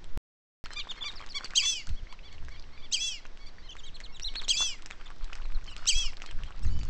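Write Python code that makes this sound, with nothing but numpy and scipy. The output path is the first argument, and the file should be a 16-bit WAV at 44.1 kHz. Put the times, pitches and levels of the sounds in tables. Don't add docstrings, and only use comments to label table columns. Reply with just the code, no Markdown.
import sys
import numpy as np
from scipy import signal
from scipy.io import wavfile
from scipy.ndimage import uniform_filter1d

SR = 44100
rng = np.random.default_rng(int(sys.argv[2]) if len(sys.argv) > 2 else 0)


def int16_out(signal):
    q = np.round(np.clip(np.atleast_2d(signal).T, -1, 1) * 32767)
    wavfile.write(sys.argv[1], SR, q.astype(np.int16))


N = 303849


def undb(db):
    return 10 ** (np.asarray(db) / 20)


def band(x, lo_hz, hi_hz, order=2):
    y = signal.sosfilt(signal.butter(order, [lo_hz, hi_hz], "band", fs=SR, output="sos"), x)
    return y / np.sqrt(np.mean(y ** 2))


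def walk(rate, size):
    k = int(SR / rate)
    targets = np.repeat(rng.standard_normal(size // k + 1), k)
    return 1.2 * uniform_filter1d(targets, k)[:size]


def add(out, s, x):
    i = int(s * SR)
    out[i:i + len(x)] += x[:len(out[i:])]


def swells(rows, column, base_db, order):
    t = np.arange(N) / SR
    humps = sum(undb(r[column]) ** 2 * np.exp(-np.abs((t - r[0]) / r[1]) ** order) for r in rows)
    return np.sqrt(undb(base_db) ** 2 + humps)


# top of the chirp in seconds, low voice there
# in Hz, chirp level in dB, start of the held note in seconds, its length in seconds, its highest low voice
# and highest high voice in Hz, its level in dB, lift of the octave in dB.
WHISTLE_CALLS = [(1.579, 3273, -21, 1.634, .207, 2700, 3445, -28.5, -1),
                 (2.946, 3280, -25, 3.007, .201, 2710, 3405, -32, 0),
                 (4.509, 3340, -22.5, 4.572, .199, 2724, 3463, -29.5, -1),
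                 (5.896, 3260, -21, 5.954, .164, 2657, 3355, -31, 1),
                 (1.69, 2800, -56, 1.75, .26, 2290, 2950, -62, 12),
                 (5.712, 2830, -58, 5.775, .36, 2230, 2910, -61, 8),
                 (6.643, 2820, -57, 6.705, .3, 2330, 3040, -61, 9)]
# times the low voice, times the high voice, dB over the high voice.
MIXED_PARTIALS = [(1, 1, -5), (-1, 2, -18), (0, 2, -15), (3, -1, -15), (2, -1, -34), (2, 1, -22),
                  (4, -1, -20), (-1, 3, -24)]
THIRD_DB = -8
BREATH_DB, RASP_DB = -24, 9
PARTIAL_WAVER_DB, CHIRP_FLUTTER_DB = 3, 3.5


def whistles():
    out = np.zeros(N)
    for call in WHISTLE_CALLS:
        top_s = call[0]
        s, *columns = phrase(*call)
        t = np.arange(s[0], s[-1], 1 / SR)
        low_hz, low_db, octave_db, high_hz, high_db = (
            uniform_filter1d(np.interp(t, s, c), int(0.0042 * SR), mode="nearest") for c in columns)
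        low = 2 * np.pi * np.cumsum(low_hz * (1 + 0.0035 * walk(150, size=len(t)))) / SR
        high = 2 * np.pi * np.cumsum(high_hz * (1 + 0.0029 * walk(150, size=len(t)))) / SR

        def waver():
            slow = PARTIAL_WAVER_DB * walk(91, size=len(t))
            return slow + (t < top_s + .025) * CHIRP_FLUTTER_DB * walk(350, size=len(t))

        high_db = high_db + waver() / 2
        low_db = low_db + waver() / 3
        x = undb(low_db) * np.sin(low) + undb(high_db) * np.sin(high)
        octave_gain = undb(octave_db + waver())
        third = undb(THIRD_DB + waver()) * np.sin(3 * low)
        x += octave_gain * (np.cos(2 * low) - third)
        for m, n, db in MIXED_PARTIALS:
            x += undb(high_db + db + waver()) * np.sin(m * low + n * high + rng.uniform(0, 2 * np.pi))
        x *= 1 + undb(BREATH_DB + RASP_DB * (t < top_s)) * walk(1500, size=len(t))
        add(out, s[0], np.sqrt(2) * signal.windows.tukey(len(t), .06) * x)
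    return out


# seconds from its top, low voice in Hz before tuning, its level in dB,
# its octave in dB, high voice in Hz before tuning, its level in dB; levels against the chirp's own.
CHIRP_SHAPE = [(-.036, 2268, -29, -35, 3180, -66), (-.026, 2696, -21, -19.5, 3450, -35),
               (-.022, 2790, -18.5, -15.5, 3630, -8.5), (-.012, 3115, -13, -8.5, 4220, -5),
               (0, 3281, 1.5, -8, 4780, -7), (.012, 2845, -4.5, -11.5, 4700, -18),
               (.024, 2485, -14, -14, 4700, -45), (.036, 2274, -15, -11, 3165, -44)]
HELD_SHAPE = [(0, 2645, -14, -12, 3340, -3), (.25, 2700, -12, -11, 3420, 0),
              (.4, 2660, -14.5, -11, 3350, -4), (.55, 2555, -17.5, -16, 3125, -10),
              (.7, 2415, -18, -17, 2880, -12), (.86, 2170, -22, -25, 2720, -22),
              (1, 1880, -34, -40, 2600, -45)]
# seconds from the note's start, then columns as the chirp.
JOIN_STEP = (-.011, 2540, -10, -11, 3290, -24)


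def phrase(top_s, top_hz, chirp_db, held_s, length, low_hz, high_hz, held_db, octave_db):
    chirp, held = np.array(CHIRP_SHAPE), np.array(HELD_SHAPE)
    tune = top_hz / chirp[:, 1].max()
    chirp = chirp * [1, tune, 1, 1, tune, 1] + [top_s, 0, chirp_db, chirp_db + octave_db, 0, chirp_db]
    low_tune = low_hz / held[:, 1].max()
    high_tune = high_hz / held[:, 4].max()
    held = held * [length, low_tune, 1, 1, high_tune, 1]
    join = np.multiply(JOIN_STEP, [1, low_tune, 1, 1, high_tune, 1])
    held = np.vstack([join, held]) + [held_s, 0, held_db, held_db + octave_db, 0, held_db]
    return np.vstack([chirp, held]).T


# start in seconds, length in seconds, middle pitch in Hz, drop from there
# to the end as a share (0-1), level in dB, number of the loudest partial, change of the third partial in dB.
CHATTER_NOTES = [(0.704, 0.059, 1040, 0.09, -50.5, 4.6, 1), (0.757, 0.054, 1207, 0.1, -38.5, 2.47, 2.5),
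                 (0.953, 0.062, 1084, 0.2, -52, 2.8, -9), (1.039, 0.054, 1187, 0.15, -35.5, 2.78, -1.5),
                 (1.195, 0.058, 1083, 0.27, -57.5, 2.6, 1.5), (1.343, 0.048, 1145, 0.16, -34, 3.37, 0),
                 (1.412, 0.07, 1165, .08, -56, 3, 0), (1.616, 0.049, 1156, 0.29, -36, 2.9, 0),
                 (1.956, 0.051, 1124, 0.25, -64.5, 2.7, 9.5), (2.083, 0.074, 1144, 0.26, -54.5, 3.1, -5),
                 (2.228, 0.075, 1155, 0.31, -55.5, 3.3, 2.5), (2.3, 0.063, 1130, 0.2, -56.5, 2.9, -7),
                 (2.504, 0.05, 1136, 0.23, -53, 2.4, -6), (2.536, 0.042, 1096, 0.3, -56, 2.9, 0),
                 (2.561, .04, 1190, 0.02, -59, 2.9, -6), (2.715, 0.064, 1110, 0.26, -59, 2.9, -12),
                 (2.764, 0.061, 1188, 0.08, -55.5, 2.8, -5), (2.817, 0.056, 1160, 0.3, -56.5, 2.8, 5),
                 (3.389, 0.077, 1126, .07, -57, 2.7, -5), (3.457, 0.042, 1170, 0.22, -52, 4.1, -2),
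                 (3.619, 0.077, 1064, 0.33, -56.5, 3.6, -5), (3.788, 0.023, 1150, .08, -64, 4, 8),
                 (3.845, 0.048, 1115, 0.07, -58, 2.8, -7), (4.07, 0.06, 1100, 0.08, -58.5, 1.5, -13),
                 (4.265, 0.08, 1114, 0.1, -53.5, 3.2, -11), (3.576, 0.048, 1160, 0.1, -63, 4, -3),
                 (4.992, 0.036, 1140, 0, -65, 3.5, -8), (5.215, .03, 1110, 0.2, -62, 4, -2),
                 (6.25, 0.078, 1080, 0.34, -57, 3.4, 3), (6.456, 0.041, 1083, 0.25, -62.5, 4.2, 10)]
RISE_SHARE = 0.669
NASAL_DB = 4.5
MUFFLE_DB = -5
DULL_PER_DB, NEAR_DB = .25, -36
FAR_NOTES, FAR_DB = 20, -69


def chatter():
    out = np.zeros(N)
    far = [(u * N / SR, .04 + .03 * a, 1070 + 110 * b, .05 + .15 * c, FAR_DB + 5 * d, 2 + 2 * e, 16 * f - 11)
           for u, a, b, c, d, e, f in rng.random((FAR_NOTES, 7))]
    k = np.arange(1, 8)[:, None]
    for s, length, hz, fall, db, loudest, third_db in CHATTER_NOTES + far:
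        phase, swell = arch(length, hz * (1 - RISE_SHARE * fall), hz, hz * (1 - fall), edge=0.66)
        colour_db = third_db * (k == 3) + (k > 4) * DULL_PER_DB * (db - NEAR_DB)
        colour_db = colour_db + MUFFLE_DB * np.abs(k - np.clip(k, 2, 4)) ** .5
        gain = undb(db + colour_db - NASAL_DB * np.abs(k - loudest))
        add(out, s, swell * np.sum(gain * np.cos(k * phase), axis=0))
    return out


# start in seconds, length in seconds, start, middle and end pitch in Hz,
# level in dB, octave in dB over it.
SHORT_NOTES = [(0.643, 0.031, 5990, 4400, 4400, -50, -34), (0.774, 0.049, 3730, 3333, 2600, -41, -14.5),
               (0.791, 0.032, 4760, 3830, 3700, -42, -37), (0.889, 0.033, 3430, 3620, 2710, -37, -21),
               (0.901, 0.024, 5420, 4400, 4290, -50, -35), (1.008, 0.039, 3220, 3495, 2570, -37, -28),
               (1.028, 0.02, 5330, 4700, 4340, -51, -35), (1.078, 0.028, 4480, 3880, 3620, -41.5, -30),
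               (1.154, 0.036, 5700, 4700, 3970, -48.5, -40), (1.293, 0.037, 5850, 4580, 4200, -47, -35),
               (1.443, 0.021, 4810, 4480, 4100, -41, -37), (3.686, 0.035, 2950, 3100, 2610, -46.5, -13),
               (3.712, 0.024, 3180, 3390, 2590, -46, -10), (3.782, 0.029, 3820, 3470, 2590, -50, -12),
               (3.83, 0.036, 2870, 3250, 2930, -51, -7), (3.85, 0.049, 3820, 3710, 2440, -49.5, -14),
               (3.938, 0.035, 3320, 4230, 2270, -48.5, -12.5), (4.035, 0.037, 4490, 3750, 2520, -50, -17),
               (4.121, 0.029, 2700, 2760, 2630, -63, 4), (4.142, 0.037, 3860, 3700, 2760, -48, -13.5),
               (4.212, 0.04, 2450, 2855, 2640, -63, 12.5), (4.206, 0.024, 3500, 4320, 5320, -51.5, -22),
               (4.242, 0.052, 3560, 4115, 2760, -35.5, -27), (4.35, 0.056, 3040, 4380, 3050, -36.5, -39),
               (4.426, 0.03, 4900, 3750, 3050, -47, -16), (4.562, 0.025, 5340, 4220, 3100, -34, -30),
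               (4.913, 0.024, 3940, 3450, 3190, -52, -37), (5.055, 0.019, 3370, 3570, 2870, -51.5, -16),
               (5.436, 0.029, 4420, 4080, 3790, -56.5, -32), (5.544, 0.021, 4240, 4140, 3560, -52, -35),
               (5.66, 0.055, 4550, 4260, 3620, -57, -37), (5.674, 0.031, 2990, 3100, 2540, -50, -28),
               (5.714, 0.028, 2800, 2900, 2520, -48.5, -30)]


def peeps():
    out = np.zeros(N)
    for s, length, *hz, db, octave_db in SHORT_NOTES:
        phase, swell = arch(length, *hz, edge=.4)
        octave_gain = undb(octave_db + 4 * walk(250, size=len(phase))) * swell ** 2 / 2
        tone = np.sin(phase) + octave_gain * np.sin(2 * phase)
        add(out, s, undb(db + 2 * walk(300, size=len(phase))) * swell * tone)
    return out


def arch(length, start_hz, middle_hz, end_hz, edge):
    u = np.linspace(0, 1, int(length * SR))
    hz = np.polyval(np.polyfit([0, .5, 1], [start_hz, middle_hz, end_hz], 2), u)
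    swell = np.sqrt(2) * np.sin(np.pi * u) ** edge * undb(1.2 * walk(120, size=len(u)))
    return 2 * np.pi * np.cumsum(hz) / SR, swell


# time in seconds, peak in dB, ring in Hz.
BILL_POPS = [(0.043, -31, 3550), (0.659, -24, 2770), (0.7064, -29, 1690), (0.7312, -27.5, 3550),
             (0.735, -24.5, 4630), (.872, -30.5, 990), (.9783, -33.5, 1670), (1.2396, -32, 1700),
             (1.2636, -25, 5840), (1.272, -35, 3650), (1.409, -29.5, 1410), (1.4451, -17.5, 4770),
             (1.4587, -27.5, 2510), (1.5066, -29, 3660), (1.5359, -29, 1550), (1.8708, -28.5, 5700),
             (1.892, -27, 2700), (2.1263, -29, 2740), (2.3275, -35.5, 2910), (2.4494, -39, 3400),
             (2.4847, -29.5, 1680), (3.2533, -32.5, 1486), (3.374, -34, 2780), (3.754, -35.5, 1190),
             (3.7673, -32, 1860), (4.0032, -25.5, 2880), (4.0129, -31, 1950), (4.1979, -24.5, 2660),
             (4.3394, -32, 2360), (4.3562, -20, 2480), (4.3583, -26, 3690), (4.4155, -27.5, 2800),
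             (4.42, -27, 2140), (4.482, -19.5, 3440), (4.8228, -31, 2820), (4.8606, -22, 5500),
             (4.905, -27, 1880), (4.9103, -21, 2260), (5.1039, -30.5, 1480), (5.2441, -28.5, 3730),
             (5.331, -23, 2600), (5.3541, -27.5, 2320), (5.4565, -33, 2380), (5.522, -31.5, 2300),
             (5.6429, -32.5, 6500), (5.7654, -23, 2860), (5.78, -31, 4450), (5.8572, -23, 2740),
             (6.1333, -30.5, 2200), (6.17, -29, 3750), (6.22, -23, 2560), (6.262, -23, 4000),
             (6.3114, -27.5, 3000), (6.4354, -26.5, 2760), (6.5068, -31.5, 1300), (6.594, -36.5, 6000),
             (6.6477, -33.5, 5870), (6.739, -43, 4500), (6.791, -32, 4300), (6.833, -28, 4360),
             (6.852, -35, 5420)]
# middle in seconds, half length in seconds, level in dB.
FEEDING_BOUTS = [(1.1, 0.5, -53), (4.6, 0.24, -54.5), (5.9, 0.87, -56.5)]
IDLE_DB = -67.5
LONE_POPS, LONE_DB = 50, -45


def dabbling():
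    out = np.zeros(N)
    for (s, db, hz), c in zip(BILL_POPS, rng.random((len(BILL_POPS), 10))):
        add(out, s - .0004, undb(db) * pop(hz, cycles=0.75 + 0.95 * c[0], crack=0.22 + 0.56 * c[1]))
        for lag, tone in c[2:].reshape(4, 2):
            droplet = pop(900 * 8.2 ** tone, cycles=6.3, crack=0.4)
            add(out, s + .016 * lag, undb(db - 10.5 - 26.5 * lag) * droplet)
    for u, size, tone, ring in rng.random((LONE_POPS, 4)):
        lone = pop(1200 * 5 ** tone, cycles=1.5 + 5.2 * ring, crack=0.05)
        add(out, u * N / SR, undb(LONE_DB + 6.6 * size) * lone)
    patter = np.zeros(N)
    for u, size, *drops in rng.random((520, 14)):
        for lag, tone, ring in np.reshape(drops, (4, 3)):
            drop = pop(950 * 5.5 ** (tone ** 1.1), cycles=.8 + 2.5 * ring, crack=.25)
            add(patter, u * N / SR + .022 * lag, undb(-2.8 * np.log(size) - 6 * lag) * drop)
    return out + patter / patter.std() * swells(FEEDING_BOUTS, column=2, base_db=IDLE_DB, order=4)


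def pop(hz, cycles, crack):
    turns = hz * np.arange(int(0.019 * SR)) / SR
    ring = np.exp(-turns / cycles) * np.sin(2 * np.pi * turns * (1 + 0.019 * turns))
    crack_decay = np.exp(-np.arange(len(ring)) / (0.00074 * SR))
    ring += crack * hz / 3000 * crack_decay * rng.standard_normal(len(ring))
    return ring / np.abs(ring).max()


# middle in seconds, half length in seconds, slow rumble in dB,
# quick flutter in dB before its lumps.
WIND_GUSTS = [(1.91, .022, -25, -38.5), (2.4, 0.12, -34.5, -48), (4.2, 0.38, -34.5, -70),
              (5.55, 0.21, -26.5, -54.5), (6.05, .05, -26, -53), (6.4, 0.059, -23, -43.5),
              (6.82, 0.14, -24, -36.5)]
CALM_RUMBLE_DB, CALM_FLUTTER_DB = -40.5, -60
# tip in seconds, level in dB, time scale in seconds.
WIND_BUFFETS = [(0.166, -21, 0.032), (1.93, -21, 0.021), (2.033, -29, 0.012), (4.276, -28.5, 0.023),
                (5.236, -25, 0.023), (5.561, -20.5, 0.02), (5.963, -17.5, 0.018), (6.674, -16.5, 0.025)]


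def wind():
    rumble = band(band(rng.standard_normal(N), 4.86, 16.6), 2.83, 40., order=1)
    flutter = band(band(rng.standard_normal(N), 19.0, 83.4), 23.0, 260.0, order=1)
    flutter = flutter * undb(3.05 * walk(13, size=N))
    out = swells(WIND_GUSTS, column=2, base_db=CALM_RUMBLE_DB, order=2) * rumble
    out += swells(WIND_GUSTS, column=3, base_db=CALM_FLUTTER_DB, order=2) * flutter
    for s, db, length in WIND_BUFFETS:
        u = (np.arange(N) / SR - s) / length
        out -= undb(db) * np.tanh(3.8 * u) * np.exp(-(u / 1.62) ** 2)
    return out


# frequency in Hz, relative density in dB per Hz.
AIR_COLOUR = [(88, -31), (150, 2), (705, -4), (1450, -9), (2250, -4.5), (2530, -13), (3210, -0.5),
              (3730, -13), (4420, -7.5), (6840, -26), (8370, -33.5), (10900, -63), (18400, -120)]
AIR_DB = -59


def air():
    out, (hz, db) = 0, np.transpose(AIR_COLOUR)
    for f in 160 * 2 ** np.arange(0, 6, .5):
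        density_db = np.interp(np.log(f), np.log(hz), db)
        gain_db = density_db + 10 * np.log10(f) + 1.22 * walk(14, size=N)
        out = out + undb(gain_db) * band(rng.standard_normal(N), f / 2 ** .25, f * 2 ** .25)
    return out / out.std() * undb(AIR_DB)


# delay in seconds, level in dB.
BANK_ECHOES = [(0.0096, -14.5), (.024, -25)]
SHORE_DB, SHORE_T60_S = -19, .26


def shore(flock):
    t = np.arange(int(.4 * SR)) / SR
    tail = rng.standard_normal(len(t)) * np.exp(-np.log(1000) * t / SHORE_T60_S) * (t > .03)
    heard = flock + undb(SHORE_DB) * signal.fftconvolve(flock, tail / np.linalg.norm(tail))[:N]
    for s, db in BANK_ECHOES:
        add(heard, s, undb(db) * flock)
    return heard


def scene():
    flock = whistles() + chatter() + peeps() + dabbling()
    return (shore(flock) + wind() + air())[None]


# start in seconds, end in seconds.
DROPOUT_GAP = (0.175, .6402)
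MIC_HZ, TOP_HZ = 8050, 15500
SAMPLING_HZ, MIRROR_DB = 16000, -5
TREBLE_DB = -25
OFFSET = .0062


def record(dry):
    t = np.arange(N) / SR
    soft = signal.sosfilt(signal.butter(4, 8600, fs=SR, output="sos"), dry)
    mirror = 2 * np.cos(2 * np.pi * SAMPLING_HZ * t) * soft
    mic_filter = signal.cheby1(11, .3, MIC_HZ, fs=SR, output="sos")
    narrow = signal.sosfilt(mic_filter, soft + undb(MIRROR_DB) * mirror)
    treble = signal.sosfilt(signal.butter(4, 2000, "high", fs=SR, output="sos"), narrow)
    above = undb(TREBLE_DB) * np.abs(treble)
    above = signal.sosfilt(signal.butter(8, 8800, "high", fs=SR, output="sos"), above)
    wide = signal.sosfilt(signal.ellip(8, .2, 70, TOP_HZ, fs=SR, output="sos"), narrow + above)
    live = (t < DROPOUT_GAP[0]) | (t > DROPOUT_GAP[1])
    return (wide + OFFSET) * live


dry = scene()
out = record(dry)
int16_out(out)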